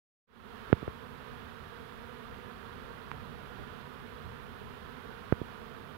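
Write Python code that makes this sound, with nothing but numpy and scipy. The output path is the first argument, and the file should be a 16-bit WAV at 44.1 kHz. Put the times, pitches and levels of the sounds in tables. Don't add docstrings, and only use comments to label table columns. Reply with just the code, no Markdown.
import sys
import numpy as np
from scipy import signal
from scipy.fft import rfft, irfft, next_fast_len
from scipy.io import wavfile
from scipy.ndimage import map_coordinates

SR = 44100
rng = np.random.default_rng(int(sys.argv[2]) if len(sys.argv) > 2 else 0)


def to_wav(sig):
    pcm = np.clip(np.atleast_2d(sig), -1, 1) * 32767
    pcm = np.round(pcm).astype(np.int16)
    wavfile.write(sys.argv[1], SR, pcm.T)


N = 263277


# f/Hz, level/dB
WING_COLOUR = [(40, -29), (120, 2.5), (235, -1.5), (330, 3), (470, 0), (620, -7), (780, -7), (1000, -2),
               (1380, -2), (1750, -6.5), (2100, -12.5), (3400, -14), (4800, -25), (6300, -35),
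               (10000, -43.5)]
# f/Hz, level/dB
LEFT_SIDE_GAIN = [(230, -19.5), (480, -22), (750, -20), (1300, -27), (2600, -16.5), (4000, -18),
                  (8000, -3.5)]
SWARM_DB = -45.5


def swarm():
    right = coloured(flight(), WING_COLOUR)
    left = coloured(flight(), WING_COLOUR)
    left = filtered(left, lambda hz: gain_at(LEFT_SIDE_GAIN, hz))
    return np.array([left, right]) * amp(SWARM_DB)


LANDING_DB, NEARBY_DB = -0.5, -7


def flight():
    foragers = wingbeats(pitch_hz=236.8, spread=.065, wander=.042, swerve_db=6, jitter=.018, count=30)
    landing = wingbeats(pitch_hz=206.6, spread=.1, wander=.05, swerve_db=5, jitter=.022, count=24)
    near = wingbeats(pitch_hz=240.8, spread=.04, wander=.045, swerve_db=8, jitter=.004, count=4)
    buzz = scattered(foragers, t60=0.01297)
    buzz = buzz + amp(LANDING_DB) * scattered(landing, t60=.012)
    return buzz + amp(NEARBY_DB) * scattered(near, t60=.015)


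KNOTS = 400


def wingbeats(pitch_hz, spread, wander, swerve_db, jitter, count):
    t = np.linspace(0, N / SR, KNOTS)
    pulses = np.zeros(N + 2)
    for rank in np.linspace(-1, 1, count):
        drift = wobble(2, KNOTS) + .5 * wobble(11, KNOTS)
        hz = pitch_hz * np.exp(spread * rank + wander * drift)
        beats = rng.random() + (np.cumsum(hz) - hz[0]) * t[1]
        nearness = amp(swerve_db * np.tanh(wobble(4, KNOTS)))
        slips = jitter * rng.standard_normal(KNOTS * 10)
        strokes = np.arange(1, int(beats[-1]))
        stroke_s = np.interp(strokes + slips[:len(strokes)], beats, t)
        force = np.interp(stroke_s, t, nearness)
        whole, part = np.divmod(stroke_s * SR, 1)
        places = np.r_[whole, whole + 1].astype(int)
        shares = np.r_[force * (1 - part), force * part]
        pulses += np.bincount(places, shares, N + 2)
    return unit(pulses[:N] - pulses.mean())


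def scattered(x, t60):
    t = np.arange(SR // 10) / SR
    echoes = rng.standard_normal(len(t)) * amp(-60 * t / t60)

    def smear(hz):
        spectrum = rfft(echoes, 2 * (len(hz) - 1))
        return np.exp(1j * np.angle(spectrum))

    return filtered(x, smear)


VISIT_START_S, VISIT_S, VISIT_RAMP_S = 1.79, 1.12, 0.48
VISIT_DB = -53


def visitors():
    wings = wingbeats(pitch_hz=243.4, spread=.025, wander=.03, swerve_db=6.5, jitter=0.0068, count=4)
    # f/Hz, level/dB
    colour = [(100, -25), (240, -1.5), (480, -6.5), (720, -21), (1350, -8), (2200, -21), (6000, -50)]
    hum = coloured(wings, colour) * amp(VISIT_DB)
    left_right = amp([[-22], [0]])
    return hum * swell(VISIT_START_S, VISIT_S, VISIT_RAMP_S) * left_right


FAN_RAMP_S, FAN_IDLE_DB = .25, -63.5
# start t/s, length t/s, level/dB (right)
FANNING_BOUTS = [(.9, .5, -57), (3.1, 1.34, -56.5), (5.6, .5, -60)]


def fanning():
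    wings = wingbeats(pitch_hz=147.6, spread=.02, wander=.025, swerve_db=3.5, jitter=0.017, count=6)
    hum = coloured(wings, [(60, -21), (147, -2.5), (290, -15), (900, -21), (3000, -69)])
    power = amp(FAN_IDLE_DB) ** 2
    for start_s, length_s, db in FANNING_BOUTS:
        power = power + amp(db) ** 2 * swell(start_s, length_s, FAN_RAMP_S)
    left_right = amp([[-12], [0]])
    return hum * np.sqrt(power) * left_right


def swell(start, length, ramp):
    t = np.arange(N) / SR - start
    height = np.clip(np.minimum(t, length - t) / ramp + .5, 0, 1)
    return np.sin(np.pi / 2 * height) ** 2


# t/s, right peak level/dB, left peak level/dB, low edge f/Hz, high edge f/Hz
BUMP_HITS = [(0.7017, -29.5, -57, 150, 2500), (.7285, -2.4, -33, 45, 3400), (0.8284, -26, -42, 30, 650),
             (0.8785, -22.5, -27.5, 256, 1500), (5.3244, -6.5, -34, 30, 2050), (5.4156, -21, -48, 25, 477)]
# f/Hz, level/dB
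CASING_RING = [(25, -30), (55, -13), (85, -2), (115, 0), (260, -4), (420, -4.5), (520, -8), (640, -14),
               (1050, -24), (1400, -17.5), (2000, -27), (3200, -36), (4400, -52), (7000, -75)]
# f/Hz, level/dB
FAR_THUD = [(25, -32), (70, 0.5), (125, 1), (220, -4.5), (500, -21), (1300, -33), (2200, -46), (5000, -48)]


def bumps():
    out = np.zeros((2, N + SR))
    for hit_s, right_db, left_db, low_hz, high_hz in BUMP_HITS:
        left = amp(left_db) * ring(FAR_THUD, 54, high_hz)
        right = amp(right_db) * ring(CASING_RING, low_hz, high_hz)
        start = round(hit_s * SR)
        out[:, start:start + len(right)] += np.array([left, right])
    return out[:, :N]


# t/s, right peak level/dB, left peak level/dB
TICK_TOUCHES = [(2.211, -50, -43), (3.1157, -21.5, -58), (4.258, -52, -47)]
# f/Hz, level/dB
TICK_RING = [(60, -13), (280, -9), (650, -14), (900, 0), (1300, 2.5), (1800, -8), (2200, -6), (3200, -18.5),
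             (5000, -32), (12000, -43)]


def ticks():
    touches = np.zeros((2, N))
    for touch_s, right_db, left_db in TICK_TOUCHES:
        touches[:, round(touch_s * SR)] = amp([left_db, right_db])
    click = ring(TICK_RING, 100, 9000)
    return signal.fftconvolve(touches, click[None], axes=1)[:, :N]


def ring(points, low_hz, high_hz, size=8192):
    hz = np.fft.rfftfreq(size, 1 / SR) + 1
    edges = (1 + (low_hz / hz) ** 6) * (1 + (hz / high_hz) ** 4)
    gain = gain_at(points, hz) / np.sqrt(edges)
    cepstrum = irfft(np.log(np.maximum(gain, 1e-6)))
    folded = np.r_[0, 2 * cepstrum[1:size // 2]]
    wave = irfft(np.exp(rfft(folded, size)))
    return wave / np.abs(wave).max()


GUST_RISE_S, CALM_LEFT_DB, CALM_RIGHT_DB = 0.043, -54, -55
# start t/s, dying time t/s, left level/dB, right level/dB
BREEZE_GUSTS = [(1.29, .14, -51, -48), (2.7, 0.23, -48.5, -68), (3.1, 0.32, -62, -44),
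                (3.55, .07, -51, -47), (4.22, 0.22, -54, -48), (4.63, 0.28, -50, -68),
                (5.74, 0.12, -59, -53)]
# f/Hz, level/dB (per Hz)
LEFT_RUMBLE = [(15, -13), (50, 1.5), (105, -1), (170, -7), (290, -22), (700, -29), (2000, -58)]
RIGHT_RUMBLE = [(15, -30), (40, -11), (75, 0), (130, -1.5), (200, -7.5), (320, -13.5), (700, -19.5),
                (2000, -62)]


def breeze():
    power = amp([[CALM_LEFT_DB], [CALM_RIGHT_DB]]) ** 2
    for start_s, dying_s, left_db, right_db in BREEZE_GUSTS:
        age = np.maximum(np.arange(N) / SR - start_s, 0)
        rise = age / GUST_RISE_S
        fall = np.exp((GUST_RISE_S - age) / dying_s)
        gust = np.minimum(rise, fall)
        power = power + (amp([[left_db], [right_db]]) * gust) ** 2
    left = coloured(rng.standard_normal(N), LEFT_RUMBLE) * amp(1.5 * wobble(17, N))
    right = coloured(rng.standard_normal(N), RIGHT_RUMBLE) * amp(2.6 * wobble(26, N))
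    return np.array([left, right]) * np.sqrt(power)


# f/Hz, level/dB (per Hz)
LEFT_HISS = [(100, -7), (6000, -12), (9000, -7.5), (12000, -3), (15500, -1.5)]
RIGHT_HISS = [(100, -13), (8300, -6), (11000, 2.5), (13000, -0.5), (15500, 0.5)]


def hiss():
    left = amp(-70) * coloured(rng.standard_normal(N), LEFT_HISS)
    right = amp(-69.0) * coloured(rng.standard_normal(N), RIGHT_HISS)
    return np.array([left, right])


def amp(db):
    return 10 ** (np.asarray(db) / 20)


def unit(x):
    return x / np.sqrt(np.mean(x ** 2) + 1e-20)


def gain_at(points, hz):
    f, db = np.transpose(points)
    return amp(np.interp(np.log(hz + 1), np.log(f), db))


def wobble(rate, size):
    span = rate * N / SR
    knots = rng.standard_normal(int(span) + 4)
    return map_coordinates(knots, [np.linspace(1, span + 1, size)])


def filtered(x, response):
    m = next_fast_len(N + SR // 2)
    hz = np.fft.rfftfreq(m, 1 / SR)
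    return irfft(rfft(x, m) * response(hz), m)[..., :N]


def coloured(x, points):
    return unit(filtered(x, lambda hz: gain_at(points, hz)))


def scene():
    bees = swarm() + visitors() + fanning()
    touches = bumps() + ticks()
    return bees + touches + breeze() + hiss()


FADE_START_S, FADE_S = 0.27, 0.29
TOP_HZ = 15800


def record(dry, gain_db=1.0):
    fade = np.clip((np.arange(N) / SR - FADE_START_S) / FADE_S, 0, 1)
    return filtered(dry * amp(gain_db) * fade, lambda hz: hz < TOP_HZ)


dry = scene()
out = record(dry)
to_wav(out)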